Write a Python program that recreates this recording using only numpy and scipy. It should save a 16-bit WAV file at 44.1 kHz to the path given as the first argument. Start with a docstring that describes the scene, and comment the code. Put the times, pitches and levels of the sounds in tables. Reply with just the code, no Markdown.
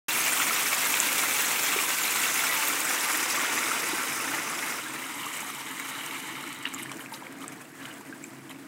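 """Juice pouring into a steel tank

Heard from the open hatch, juice rushes and swirls in. The air it drags under rings as bubbles,
which gurgle beneath a fizz of spray and foam. The flow dies down to single plips, pattering
drops and small splashes, leaving the low hum of equipment booming in the tank."""
import sys
import numpy as np
from scipy import signal
from scipy.fft import rfft, irfft
from scipy.io import wavfile

SR = 44100
rng = np.random.default_rng(int(sys.argv[2]) if len(sys.argv) > 2 else 0)


def transcribe(signal):
    """Save signal, clipped to [-1, 1], as a 16-bit WAV file at the path in sys.argv[1]."""
    frames = np.atleast_2d(signal).T
    limited = np.clip(frames, -1, 1)
    pcm = np.round(limited * 32767).astype(np.int16)
    wavfile.write(sys.argv[1], SR, pcm)


N = 382347
TIME, FREQS = np.arange(N) / SR, np.fft.rfftfreq(N, 1 / SR)
TOP_HZ = 15830  # upper limit of the treble


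def gain_of(db):
    """Turns decibels into a number to multiply a sound by."""
    return 10 ** (np.asarray(db) / 20)


def evened(x):
    """Scales a signal to an average size (rms) of 1."""
    return x / np.sqrt(np.mean(x ** 2) + 1e-20)


def at_pitch(rows, hz):
    """Looks up a table at the frequencies hz, blending between rows on a musical (log) scale."""
    f, value = np.transpose(rows)
    return np.interp(np.log(hz + 1), np.log(f), value)


def at_time(rows, t):
    """Looks up a table at the times t, blending between rows."""
    return np.interp(t, *np.transpose(rows))


def coloured(x, db):
    """Turns each frequency of a sound up or down by db, then scales it to rms 1."""
    return evened(irfft(rfft(x) * gain_of(db), N))


def add(mix, start_s, sound):
    """Mixes a sound in at the given time."""
    part = mix[round(start_s * SR):][:len(sound)]
    part += sound[:len(part)]


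def wander(rate_hz):
    """A smooth random wobble of rms 1, moving at up to about rate_hz."""
    return evened(irfft(rfft(rng.standard_normal(N)) / (1 + (FREQS / rate_hz) ** 4), N))


def bubble(hz, cycles, rise, swell):
    """A pocket of air pinches off, rings, and rises in pitch as it nears the surface."""
    age = np.arange(int(7 * cycles * SR / hz) + 2) * hz / (cycles * SR)  # 1 after `cycles` swings
    shape = (1 - np.exp(-(age / swell) ** 2)) * np.exp(-age)
    phase = 2 * np.pi * cycles * (age + rise * (age - 1 + np.exp(-age)))
    return shape / shape.max() * np.sin(phase)


def swarm(lo_hz, hi_hz, per_s, cycles, spread_db, surge=np.ones(N), sizes=200):
    """Bubbles of many sizes: most faint, a few loud, all louder where surge is high."""
    places, waves = [], []
    for hz in np.geomspace(lo_hz, hi_hz, sizes):
        when, luck = rng.random((2, 1000))[:, :int(per_s * N / SR / sizes)]
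        starts = (when * N).astype(int)
        strength = gain_of(spread_db * np.minimum(-np.log(1 - luck), 3.2)) * surge[starts]
        ring = bubble(hz, cycles * 2 ** rng.uniform(-1.12, 1), rise=0.054, swell=0.39)
        ring *= np.sqrt(hz) / np.linalg.norm(ring)  # equal power per Hz
        places.append((starts[:, None] + np.arange(len(ring))).ravel())
        waves.append(np.outer(strength, ring).ravel())
    out = np.bincount(np.concatenate(places), np.concatenate(waves), N)[:N]  # adds up all the rings
    return evened(out) * np.sqrt(2 * (hi_hz - lo_hz) / SR)


# How long the tank's echo takes to fade by 60 dB: f/Hz, t/s
ECHO_FADE = [(150, 0.31), (400, 0.21), (1500, 0.095), (4000, 0.084), (15000, 0.058)]
def tank(x, echo_db, tails=3):
    """The steel walls add a dense echo, longest in the bass; it shifts as the surface swirls."""
    t, echo = np.arange(SR // 2) / SR, np.zeros(N)
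    for k in range(tails):
        noise = rng.standard_normal(len(t)) * (t > .004)
        hz, frame_s, spectrum = signal.stft(noise, SR, nperseg=256)
        fade = gain_of(-60 * frame_s / at_pitch(ECHO_FADE, hz)[:, None])
        tail = signal.istft(spectrum * fade, SR, nperseg=256)[1]
        feed = np.sqrt(2 / tails) * np.cos(np.pi * (TIME + k / tails))  # the tails take turns
        echo += signal.fftconvolve(x * feed, tail / np.linalg.norm(tail))[:N]
    return x + gain_of(echo_db) * echo


# Strength of the pour, with a full rush, an ebb in steps and one last gush: t/s, level/dB
FLOW = [(0.1, -29.5), (3.1, -30), (3.85, -31.5), (4.15, -33), (4.72, -34.5), (4.87, -38.5), (5.1, -38.5),
        (5.4, -37), (5.62, -39), (6.05, -38), (6.45, -40), (6.7, -43), (7.1, -48), (7.5, -47.5),
        (7.73, -51), (7.87, -45), (8.03, -49.5), (8.65, -52)]
def flow_db(t):
    """How strongly the juice is pouring at the times t."""
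    return at_time(FLOW, t)


# Tone colour of the equipment's rumble: f/Hz, level/dB
RUMBLE_COLOUR = [(25, -39), (55, -40), (82, -27.5), (105, -12), (138, -8.5), (170, -8.5), (210, -6.5),
                 (245, -2.5), (272, -2.5), (300, -0.5), (335, 0), (395, -16.5), (450, -7), (520, -35),
                 (660, -16), (760, -24), (1500, -69), (5000, -26.5), (15800, -55)]
# Motor tones, compared with the rumble once they ring fully: f/Hz, level/dB
MOTOR_TONES = [(136.5, -14), (274, -4.5), (438, -25), (648, -20)]
# Loudness of the hum: t/s, level/dB
HUM_LEVEL = [(0.1, -46), (3.2, -50), (4.4, -46), (5.3, -49.5), (6.0, -49.5), (6.42, -46.5), (6.6, -49.5),
             (6.85, -46), (7.17, -51), (7.3, -47), (7.45, -45.5), (7.67, -52), (7.85, -49), (8.45, -48),
             (8.65, -50.5)]
def equipment_hum():
    """Equipment throbs unevenly; the hollow tank takes up its wavering motor tones as it fills."""
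    throb = rng.standard_normal(N) * gain_of(1.5 * wander(30))
    rumble = coloured(throb, at_pitch(RUMBLE_COLOUR, FREQS))
    motor_time = np.cumsum(1 + 0.022 * wander(12.97)) / SR  # runs a little fast, then slow
    tones = sum(gain_of(db + 4.5 * wander(8.7)) * np.sqrt(2) * np.sin(2 * np.pi * hz * motor_time)
                for hz, db in MOTOR_TONES)
    filling = gain_of(np.interp(TIME, [0, 6.9], [-13, 0]))
    return gain_of(at_time(HUM_LEVEL, TIME)) * (rumble + filling * tones)


# Single drops landing on the foam: t/s, level/dB
DROPS = [(5.2589, -29), (5.3652, -30), (5.4045, -26.5), (5.5487, -30), (5.7975, -32), (5.871, -31),
         (5.9039, -32), (6.1444, -35), (6.2008, -31), (6.528, -32), (6.687, -36), (6.969, -35),
         (8.008, -46)]
# Tone colour of bursting foam: f/Hz, level/dB
FOAM_COLOUR = [(3500, -22), (6700, -0.5), (8300, 1.5), (10500, -5.5), (15800, -9)]
def patter(faint_per_s=45, fade_s=.002):
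    """Flung drops each burst a pinch of foam; fainter ones land at random and fade with the flow."""
    when, softness = rng.random((int(faint_per_s * N / SR), 2)).T
    times = when * N / SR
    faint_drops = list(zip(times, flow_db(times) + 5 - 6.5 * softness))
    age = np.arange(SR // 50) / SR / fade_s
    bursts = np.zeros(N)
    for start_s, db in DROPS + faint_drops:
        add(bursts, start_s, gain_of(db) * (1 - np.exp(-6 * age)) * np.exp(-age))
    hiss = coloured(rng.standard_normal(N), at_pitch(FOAM_COLOUR, FREQS))
    return tank(bursts * hiss, echo_db=-8)


# Slaps of juice on the wall: t/s, level/dB, length/s, droplet level/dB above the slosh, droplet f/Hz
WALL_SLAPS = [(.868, -41, .008, 14.5, 13800), (.939, -38, 0.0046, 0, 3030),
              (3.276, -36.5, 0.036, 5.5, 5300), (6.661, -31, 0.0059, -25, 3000),
              (6.67, -34.5, 0.0083, -12, 9000), (6.737, -29.5, 0.0026, -3, 8950),
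              (6.777, -36.5, 0.026, -4.5, 8400), (6.825, -47, .007, 7, 12000),
              (6.916, -32, 0.003, -3.5, 7000), (6.988, -41.5, 0.031, -2.5, 10000),
              (7.111, -42.5, 0.045, -3, 9500), (7.136, -45, 0.01, 4, 3800), (7.404, -41.5, 0.031, -6, 9000),
              (7.519, -44, 0.008, 0, 8500), (7.61, -55, 0.0063, 11, 10000), (7.817, -44, 0.018, -12, 3600),
              (7.853, -43, .005, -7, 3380), (7.902, -42, 0.013, -16, 8000), (8.491, -41, 0.02, -7, 9000)]
def splashes(spread_octaves=0.59):
    """Each slap throws a brief burst of bubbles that ring in the hollow, and droplets of its own size."""
    slosh = swarm(840, 4200, per_s=1000, cycles=2.9, spread_db=3.5)
    slosh = coloured(slosh, at_pitch(EBB_COLOUR, FREQS) + at_pitch(HOLLOW_COLOUR, FREQS))
    droplets = swarm(2400, 14600, per_s=7000, cycles=3.4, spread_db=5.0)
    t = np.arange(SR // 6) / SR
    octaves = np.log2(np.fft.rfftfreq(len(t), 1 / SR) + 1)
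    out = np.zeros(N)
    for start_s, db, length_s, droplet_db, droplet_hz in WALL_SLAPS:
        span = np.arange(len(t)) + round(start_s * SR)
        band = np.exp(-((octaves - np.log2(droplet_hz)) / spread_octaves) ** 2 / 2)
        spray = evened(irfft(rfft(droplets.take(span, mode="wrap")) * band, len(t)))
        age = t / length_s
        burst = (1 - np.exp(-4 * age)) * np.exp(-age ** 2 / 2) * gain_of(db)
        add(out, start_s, burst * (slosh.take(span, mode="wrap") + gain_of(droplet_db) * spray))
    return tank(out, echo_db=-9)


def stray_bubbles(per_s=6, lo_hz=860, hi_hz=3080):
    """Lists random bubbles for plips(); they fade less than the flow, so stand out as it ebbs."""
    when, pitch, luck = rng.random((int(per_s * N / SR), 3)).T
    times = when * N / SR
    hz = lo_hz * (hi_hz / lo_hz) ** pitch
    peak_db = -28.5 + 0.81 * (flow_db(times) - flow_db(0)) + 20 * np.log10(.5 + luck)
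    cycles = 3 * (hz / 1000) ** 0.18  # small, high bubbles ring for more cycles
    return list(zip(times, peak_db, hz, cycles))


# Single loud bubbles: t/s, peak level/dB, starting f/Hz, fade time/cycles
LOUD_BUBBLES = [(.3325, -13.5, 8260, 6.9), (.3995, -19.5, 1310, 4.4), (.4958, -18.5, 2080, 3.2),
                (.5062, -19.5, 1230, 4.4), (0.940, -16, 2370, 3.6), (.9415, -20, 3120, 3.8),
                (1.0018, -4.5, 7100, 2.7), (1.235, -19.5, 1250, 2.5), (1.7608, -25.5, 380, 1.7),
                (1.7882, -14, 2170, 3.2), (2.0345, -16.5, 6500, 5.1), (2.6842, -12, 13800, 4.9),
                (3.714, -21.5, 1250, 3.4), (3.931, -26, 324, 1.4), (3.932, -30, 865, 1.6),
                (5.2646, -26, 1070, 3.4), (5.427, -30.5, 830, 3.5), (5.798, -27, 1990, 3.5),
                (6.354, -27.5, 2100, 3.5), (6.438, -28, 1240, 2.4), (6.653, -22, 1790, 2.5),
                (6.6544, -18.5, 2640, 4.7), (6.664, -39, 268, 2.5), (6.745, -23.5, 6750, 7.8),
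                (6.8317, -26.5, 7900, 6.8), (6.8585, -27.5, 1650, 2.1), (6.895, -30, 2150, 3),
                (6.915, -28.5, 1010, 1.4), (7.0604, -28.5, 2270, 2.1), (7.12, -32, 860, 4.9),
                (7.2215, -35.5, 890, 3.2), (7.267, -32, 2080, 4), (7.441, -31.5, 1120, 2.3),
                (7.4806, -20.5, 7600, 2.2), (7.8536, -31, 2780, 5), (8.008, -39, 915, 2.8),
                (8.125, -32, 1490, 4.4), (8.2398, -29, 7160, 8.6), (8.241, -34, 2220, 4.6),
                (8.5146, -37, 2380, 3.4)]
def plips(spit_db=-16):
    """Single bubbles ring close under the hatch; the torn surface spits a little spray with each."""
    out = np.zeros(N)
    for start_s, db, hz, cycles in LOUD_BUBBLES + stray_bubbles():
        ring = bubble(hz, cycles, rise=.1, swell=.6)
        band = signal.butter(2, [.6 * hz, min(2 * hz, TOP_HZ)], "band", fs=SR)
        spit = evened(signal.lfilter(*band, rng.standard_normal(SR // 4)))[:len(ring)]
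        age = np.linspace(0, 1, len(spit))
        puff = (1 - np.exp(-30 * age)) * (1 - age) ** 4
        add(out, start_s, gain_of(db) * ring)
        add(out, start_s, gain_of(db + spit_db) * spit * puff)
    return tank(out, echo_db=-11.5)


# Tone colour of the juice as it rushes, swirls, ebbs and trickles: f/Hz, level/dB
RUSH_COLOUR = [(120, -41), (200, -9), (330, -10), (440, -6.5), (580, -8.5), (780, -4), (900, -2),
               (1400, 1.5), (1700, -0.5), (2250, 2.5), (3200, -3), (4750, -7), (5600, -3), (7600, -0.5),
               (10500, -4.5), (15800, -3.5)]
SWIRL_COLOUR = [(150, -32), (235, -5.5), (335, -2), (400, -9), (460, -3.5), (560, -8.5), (760, -6.5),
                (900, -1.5), (1200, 0), (1380, 2.5), (1650, -2), (2200, 1.5), (2650, -4), (3600, -10),
                (4050, -10.5), (4340, -17.5), (4650, -13.5), (8200, -13.5), (11500, -18), (15800, -21.5)]
EBB_COLOUR = [(150, -34), (330, -12), (560, -15), (760, -14.5), (860, -5.5), (1320, -3.5), (1590, -8.5),
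              (2200, -1), (2570, -12), (2980, -6.5), (3420, -13), (3870, -11.5), (4450, -18), (6000, -15.5),
              (8400, -10.5), (10400, -16.5), (13000, -15.5), (15800, -21.5)]
TRICKLE_COLOUR = [(200, -25), (450, -3), (950, -1), (1600, 1), (2200, -1.5), (2600, -6.5), (3400, -10.5),
                  (4900, -14.5), (6300, -11), (7900, -6), (10500, -10.5), (15800, -13.5)]
# When each colour blends into the next: start t/s, end t/s
BLENDS = [(2.0, 4), (4.72, 5.2), (6.85, 6.97)]
# Peaks and dips of a hollow ringing, before it is scaled and slid in pitch: f/Hz, level/dB
HOLLOW_COLOUR = [(2300, 1), (2570, 2), (2980, 3.5), (3400, -1), (3840, 3), (4300, 1), (4700, 1.5)]
# Strength of that ringing, which grows as the stream thins, then nearly stops: t/s, multiplier
HOLLOW_DEPTH = [(5.3, 0.54), (5.9, 0.46), (6.6, 1.4), (6.88, 0.95), (6.98, 0.17)]
def juice_colour(hz, t):
    """Gain for each pitch and moment: rush turns to trickle while a hollow ringing creeps upward."""
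    db = at_pitch(RUSH_COLOUR, hz)
    for span, stage in zip(BLENDS, (SWIRL_COLOUR, EBB_COLOUR, TRICKLE_COLOUR)):
        db = db + np.interp(t, span, [0, 1]) * (at_pitch(stage, hz) - db)
    rise = np.exp(0.021 * (t - 6.3))  # about 2 % a second
    return gain_of(db + at_time(HOLLOW_DEPTH, t) * at_pitch(HOLLOW_COLOUR, hz / rise))


def churn():
    """Air dragged under by the stream: big bubbles gurgle and small ones fizz over a smooth rush."""
    gurgle = swarm(253.7, 4515, per_s=1400, cycles=3.8, spread_db=4.0, surge=gain_of(2.1 * wander(63)))
    spits = swarm(4490, 13400, per_s=2400, cycles=2.1, spread_db=0.0, surge=gain_of(2.0 * wander(99)))
    pips = swarm(4500, 15500, per_s=700, cycles=7.0, spread_db=5.4)
    fizz_db = 2.5 + 0.12 * (flow_db(TIME) - flow_db(0))
    fizz = gain_of(fizz_db) * (spits + pips) / np.sqrt(2)
    rush = evened(rng.standard_normal(N) * gain_of(1.56 * wander(29)))
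    return evened(tank(gurgle + fizz, echo_db=-5) + gain_of(2.5) * rush)


# How the spray sags after each spurt: t/s, level/dB
SPRAY_SAG = [(1.5, 0.5), (2.5, -0.2), (3.3, -1), (3.42, -3), (3.6, -1.5), (4.7, -1.5), (5.4, -1.5),
             (6.3, -4), (6.62, -6.5), (7.1, -.5), (7.35, -5), (7.7, 0), (7.88, -4), (8.1, -0.5), (8.6, -1)]
def pouring_juice(split_hz=4500):
    """The churning follows the flow; the spray above split_hz dies faster than the gurgle below."""
    hz, t, spectrum = signal.stft(churn(), SR, nperseg=1024, noverlap=768)
    hz = hz[:, None]
    colour = juice_colour(hz, t)
    low, high = hz < split_hz, (hz >= split_hz) & (hz < TOP_HZ)
    gurgle_db = flow_db(t)
    spray_db = gurgle_db - 1.95 + 0.19 * (gurgle_db - gurgle_db.max()) + at_time(SPRAY_SAG, t)
    # divide by each band's strength, so that a change of colour keeps the level
    gurgle_gain = gain_of(gurgle_db) / np.sqrt(np.mean((colour * low) ** 2, axis=0))
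    spray_gain = gain_of(spray_db) / np.sqrt(np.mean((colour * high) ** 2, axis=0))
    low_share = 1 / (1 + (hz / split_hz) ** 16)
    spectrum = spectrum * colour * (low_share * gurgle_gain + (1 - low_share) * spray_gain)
    return signal.istft(spectrum, SR, nperseg=1024, noverlap=768)[1][:N]


def scene():
    """Everything heard at the hatch, in one channel."""
    return (pouring_juice() + plips() + splashes() + patter() + equipment_hum())[None]


def record(dry):
    """The sound starts suddenly after a moment of silence, and the highest treble is cut off."""
    fade_in = np.clip((TIME - 0.083) / .002, 0, 1)
    treble_cut = signal.firwin(511, TOP_HZ, window=("kaiser", 9), fs=SR)
    return signal.oaconvolve(dry * fade_in, treble_cut[None], "same")


dry = scene()
out = record(dry)
transcribe(out)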